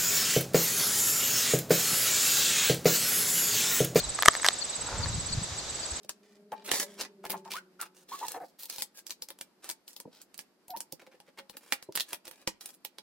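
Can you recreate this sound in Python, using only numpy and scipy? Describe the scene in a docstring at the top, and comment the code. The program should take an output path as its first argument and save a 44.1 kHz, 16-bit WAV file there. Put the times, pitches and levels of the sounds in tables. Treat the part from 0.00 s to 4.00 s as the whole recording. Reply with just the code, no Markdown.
"""A bright hiss of air, close by at a workshop bench: a hand-held suction gripper is already
carrying a circuit board from one stack to another. The valve knocks shut, the hiss dies away
and the board drops with a tick. The valve knocks open with a puff, the jet hisses again, and
the gripper lands softly on the next board. The nozzle's resonance swells alike in every carry.
The bench is centred in the stereo microphone, with a low machine drone behind it."""
import sys
import numpy as np
from scipy import signal
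from scipy.fft import rfft, irfft
from scipy.io import wavfile
from scipy.ndimage import uniform_filter1d

SR = 44100
rng = np.random.default_rng(int(sys.argv[2]) if len(sys.argv) > 2 else 0)


def store_wav(level_fs):
    """Save 16-bit WAV to argv[1]."""
    pcm = np.round(np.clip(np.atleast_2d(level_fs), -1, 1) * 32767)
    wavfile.write(sys.argv[1], SR, pcm.T.astype(np.int16))


N = 176400

# the valve's timing, one row per board carried: opens_s, shuts_s
CARRIES = [(-.62, .3630), (.5443, 1.5355), (1.7054, 2.6973), (2.8552, 3.8036), (3.9566, 4.95)]
LEAK_LEAD_S = .0098  # air leaks this long before the valve opens


def air_jet():
    """Turbulent air hisses through the nozzle, coloured by the gripper's motion, gated by the valve."""
    # the hiss at rest: frequency_hz, level_db
    colour = [(100, -38), (500, -10.5), (950, -9), (1400, -1.5), (2200, -2), (3500, -0.5), (5200, 0.96),
              (8200, -0.33), (9800, -5), (11400, -4), (13000, -6.5), (14300, -5), (15800, -2)]
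    # drift of the whole hiss: time_s, level_db
    drift = [(0, -2.2), (.2, .7), (.34, -.5), (.58, 0), (.7, -1.3), (.82, 0.5), (.9, -0.6), (1.05, 0),
             (1.22, -1.5), (1.42, .5), (1.72, -0.5), (1.86, 0.6), (2.15, 1.14), (2.65, 1), (2.9, -0.5),
             (3.1, -0.3), (3.4, -2), (3.7, 1.1), (4, -0.5)]
    # the nozzle's breathy resonance: centre_hz, half_width_hz
    nozzle = (7130, 810)
    # its strength over each carry: share_of_carry, lift_db
    nozzle_lift = [(0, 4.9), (.1, 4.8), (.33, 1.5), (.45, 8.4), (.7, 9.1), (1, 3.4)]
    # a hump wandering through the lower hiss as the gripper moves: time_s, centre_hz, lift_db
    whoosh = [(0, 4500, 0), (.17, 5300, 2), (.3, 2700, 3), (.6, 2400, 0), (.7, 3200, -1.5),
              (.85, 2900, -1.5), (1.1, 2800, -4), (1.3, 4400, 1.5), (1.42, 5700, 3.5), (1.5, 3000, 1.5),
              (1.92, 3500, -2), (2.1, 4200, 3.5), (2.42, 4200, 4.5), (2.65, 2900, 7), (2.88, 4300, 1),
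              (3.1, 2400, 0), (3.3, 2500, -3.5), (3.44, 4600, 3), (3.62, 2900, 3.5), (3.74, 4900, -3.5),
              (4, 4500, 0)]
    # a bright band that sinks and climbs again in each carry: time_s, centre_hz, lift_db
    sizzle = [(0, 13400, 8), (.15, 14500, 10), (.25, 14000, 1), (.36, 12000, -1), (.56, 14600, 9),
              (.63, 12900, 9), (.7, 11400, 6), (.88, 11200, 9), (.94, 11400, 4), (1.03, 11300, 12),
              (1.18, 11300, 8), (1.27, 12700, 11), (1.38, 15100, 7), (1.48, 12000, -6), (1.72, 14600, 11),
              (1.79, 13500, 9), (1.85, 11700, 3), (2.02, 11300, 9), (2.15, 11800, -1), (2.26, 11500, 10),
              (2.36, 13200, 4), (2.45, 14800, 6), (2.54, 12400, -9), (2.72, 12000, -5), (2.87, 14600, 6),
              (2.95, 13800, 9), (3.02, 11600, 5), (3.19, 11500, 12.5), (3.28, 10900, 5.5),
              (3.37, 11500, 13), (3.5, 12200, 5), (3.58, 15100, 5), (3.66, 13000, -5), (3.74, 15000, 7),
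              (3.84, 13000, -3), (3.98, 14700, 4)]
    size, hop = 2048, 256
    t = np.arange(N // hop + 5) * hop / SR
    hz = np.fft.rfftfreq(size, 1 / SR)
    shape = (len(t), len(hz))
    progress = np.zeros(len(t))
    for opens, shuts in CARRIES:
        progress = np.where(t > opens - LEAK_LEAD_S, (t - opens) / (shuts - opens), progress)
    rest_db = spectrum(colour, hz)
    db = rest_db + curve(drift, t)[:, None]
    db += np.outer(curve(nozzle_lift, progress), bell(hz, *nozzle))
    for path, half_width_hz in ((whoosh, 1250), (sizzle, 1500)):
        times, centre, lift = np.transpose(path)
        band = bell(hz, np.interp(t, times, centre)[:, None], half_width_hz)
        db += np.interp(t, times, lift)[:, None] * band
    db += 2.5 * patches(shape, size=(16, 3))  # fine grain
    db += 1.5 * np.sqrt(hz / nozzle[0]) * patches(shape, size=(8, 18))  # the treble flickers
    db += .65 * patches((len(t), 1), size=(3, 1))  # the level flutters
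    turbulence = rng.standard_normal(shape) + 1j * rng.standard_normal(shape)
    spectra = np.array([(turbulence * amp(rest_db)).T, (turbulence * amp(db)).T])
    resting, hiss = signal.istft(spectra, nperseg=size, noverlap=size - hop)[1][:, :N]
    return amp(-28.5) * airflow() * hiss / resting.std()


def airflow(rise_s=.0044, lag_s=.0045, fall_db_per_s=200):
    """The jet's envelope: flow builds as the valve opens and dies away just after it shuts."""
    t = np.arange(N) / SR
    flow = np.zeros(N)
    for opens, shuts in CARRIES:
        rise = 1 - np.exp(-np.maximum(t - opens, 0) / rise_s)
        fall = amp(-fall_db_per_s * np.maximum(t - shuts - lag_s, 0))
        flow += rise * fall
    return flow


def thump(stroke, room, rise_s=.002, bounce_s=.0042, swell_cycles=.588):
    """The plunger strikes and bounces once; bench and room ring. Stroke 0 opens, 1 shuts."""
    # the plunger's strike: pitch_hz, opening_db, shutting_db, t60_s
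    plunger = (460, .5, -3.8, .0145)
    # modes of the valve body and the bench under it: pitch_hz, opening_db, shutting_db, t60_s
    bench_modes = [(82.5, -51, -48, 0.38), (132, -31.5, -23.5, 0.28), (170, -19.5, -25, 0.16),
                   (198, -32, -33, 0.12), (252, -36, -38.5, 0.24), (295, -31, -38, 0.12),
                   (324.7, -25.5, -26.5, 0.16), (424.5, -19.5, -23, .14), (476, -24, -25, 0.11),
                   (549, -24.5, -28.5, .2), (626.3, -18, -23, 0.082), (712, -28.5, -33.5, 0.16),
                   (772, -32, -36, 0.068)]
    t = np.arange(SR // 2) / SR
    hz, *levels, t60 = plunger
    envelope = (1 - bell(t, 0, rise_s)) * decay(t60)[:len(t)]
    knock = amp(levels[stroke]) * envelope * np.sin(2 * np.pi * hz * t)
    out = knock.copy()
    add(out, bounce_s, amp(4.2) * knock)
    for k, (hz, *levels, t60) in enumerate(bench_modes):
        envelope = (1 - bell(t * hz, 0, swell_cycles)) * decay(t60)[:len(t)]
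        ring = amp(levels[stroke]) * envelope * np.sin(2 * np.pi * hz * t)
        out -= (-1) ** k * ring  # neighbouring modes start in opposite directions
    return out + amp(-12) * signal.fftconvolve(out, room)[:len(t)]


def valve():
    """The valve opens with a brief leak, a thump and a puff of air, and shuts with a softer thump."""
    # the first puff of air: frequency_hz, level_db
    puff = [(40, -21), (300, 5), (900, -4), (1400, -5), (2300, -2), (3400, -16), (5000, -3.5),
            (8000, -25.5), (16000, -9)]
    # the thin leak just ahead of it: frequency_hz, level_db
    leak = [(300, -10), (1500, -1), (5000, 0), (10000, -1), (15800, 3)]
    fade_in = 1 - bell(np.arange(N) / SR, 0, .017)
    room = rng.standard_normal(N) * decay(t60_s=.3) * fade_in
    room /= np.linalg.norm(room)
    opening, shutting = thump(0, room), thump(1, room)
    out = np.zeros(N)
    for opens, shuts in CARRIES:
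        add(out, shuts, shutting)
        if opens > 0:
            add(out, opens, opening)
            add(out, opens, amp(-24) * noise(puff) * decay(t60_s=.18))
            add(out, opens - LEAK_LEAD_S, amp(-36) * noise(leak) * decay(t60_s=.1))
    return out


def board_impacts():
    """Short noise bursts: a released board ticks on the stack, the gripper lands on the next."""
    # boards dropping: start_s, level_db
    drops = [(.409, -26.5), (1.588, -26), (2.745, -33), (3.847, -25)]
    # their bright tick: frequency_hz, level_db
    tick = [(500, -15), (3000, -2), (7000, -7), (11000, 2), (15800, -2)]
    # the gripper touching down: start_s, level_db
    landings = [(.797, -31.5), (1.932, -32), (3.118, -35)]
    # its soft bump: frequency_hz, level_db
    bump = [(50, -27), (170, -2), (500, -2), (900, -10), (4000, -11), (16000, -40)]
    out = np.zeros(N)
    for events, colour, t60_s in ((drops, tick, .05), (landings, bump, .11)):
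        for start_s, level_db in events:
            add(out, start_s, amp(level_db) * noise(colour) * decay(t60_s))
    return out


def machine_drone():
    """Workshop machinery in the background: steady low noise with a few resonances."""
    # the broad rumble: frequency_hz, level_db
    rumble = [(20, -31), (45, -22), (65, -14), (85, -5), (105, -5.5), (190, 2), (300, -1.5), (450, -2.5),
              (650, -5), (1000, -13.5), (2500, -22), (7000, -20), (15800, -36)]
    # resonances in it: centre_hz, half_width_hz, lift_db
    resonances = [(79, 5, 3.3), (120, 17.6, 9.3), (171, 3.1, 6.3), (242, 9.2, 3.7), (418, 16, 8.8)]
    return amp(-44) * noise(rumble, resonances)


def amp(db):
    """Decibels to gain."""
    return 10 ** (np.asarray(db) / 20)


def unit(x):
    """Scales to rms 1."""
    return x / np.sqrt(np.mean(x ** 2) + 1e-20)


def curve(points, at):
    """Straight lines through the points."""
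    return np.interp(at, *np.transpose(points))


def spectrum(points, hz):
    """Straight lines through the points on a log-frequency axis."""
    corner_hz, db = np.transpose(points)
    return np.interp(np.log(hz + 1), np.log(corner_hz), db)


def bell(x, centre, half_width):
    """A smooth hump of height 1."""
    return np.exp(-((x - centre) / half_width) ** 2)


def add(mix, start_s, sound):
    """Mixes a sound in at start_s."""
    part = mix[max(round(start_s * SR), 0):][:len(sound)]
    part += sound[:len(part)]


def noise(colour, peaks=()):
    """Steady noise of rms 1, shaped by a spectrum and resonances."""
    hz = np.fft.rfftfreq(N, 1 / SR)
    db = spectrum(colour, hz) + sum(lift * bell(hz, centre, width) for centre, width, lift in peaks)
    return unit(irfft(rfft(rng.standard_normal(N)) * amp(db), N))


def decay(t60_s):
    """An envelope that falls 60 dB in t60_s."""
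    return np.exp(-np.log(1000) * np.arange(N) / SR / t60_s)


def patches(shape, size):
    """A smooth random field of rms 1 over (frames, bins)."""
    field = rng.standard_normal(shape)
    for axis in (0, 1, 0, 1):
        field = uniform_filter1d(field, size[axis], axis)
    return unit(field)


def scene():
    """At the microphone all is central; only the treble of jet and boards spreads to the sides."""
    # stereo width: frequency_hz, side_gain_db
    width = [(20, -65), (3000, -86), (3900, -23), (6000, -12), (7500, -29), (10000, -6), (15800, -13)]
    mid = air_jet() + valve() + board_impacts() + machine_drone()
    side_gain = amp(spectrum(width, np.fft.rfftfreq(N, 1 / SR)))
    side = irfft(rfft(air_jet() + board_impacts()) * side_gain, N)  # fresh noise, unlike the mid
    return np.array([mid + side, mid - side])


def record(dry, cutoff_hz=15950):
    """The recorder's band limit cuts off the highest treble."""
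    taps = signal.firwin(511, cutoff_hz, window=("kaiser", 8), fs=SR)
    return signal.oaconvolve(dry, taps[None], "same")


dry = scene()
out = record(dry)
store_wav(out)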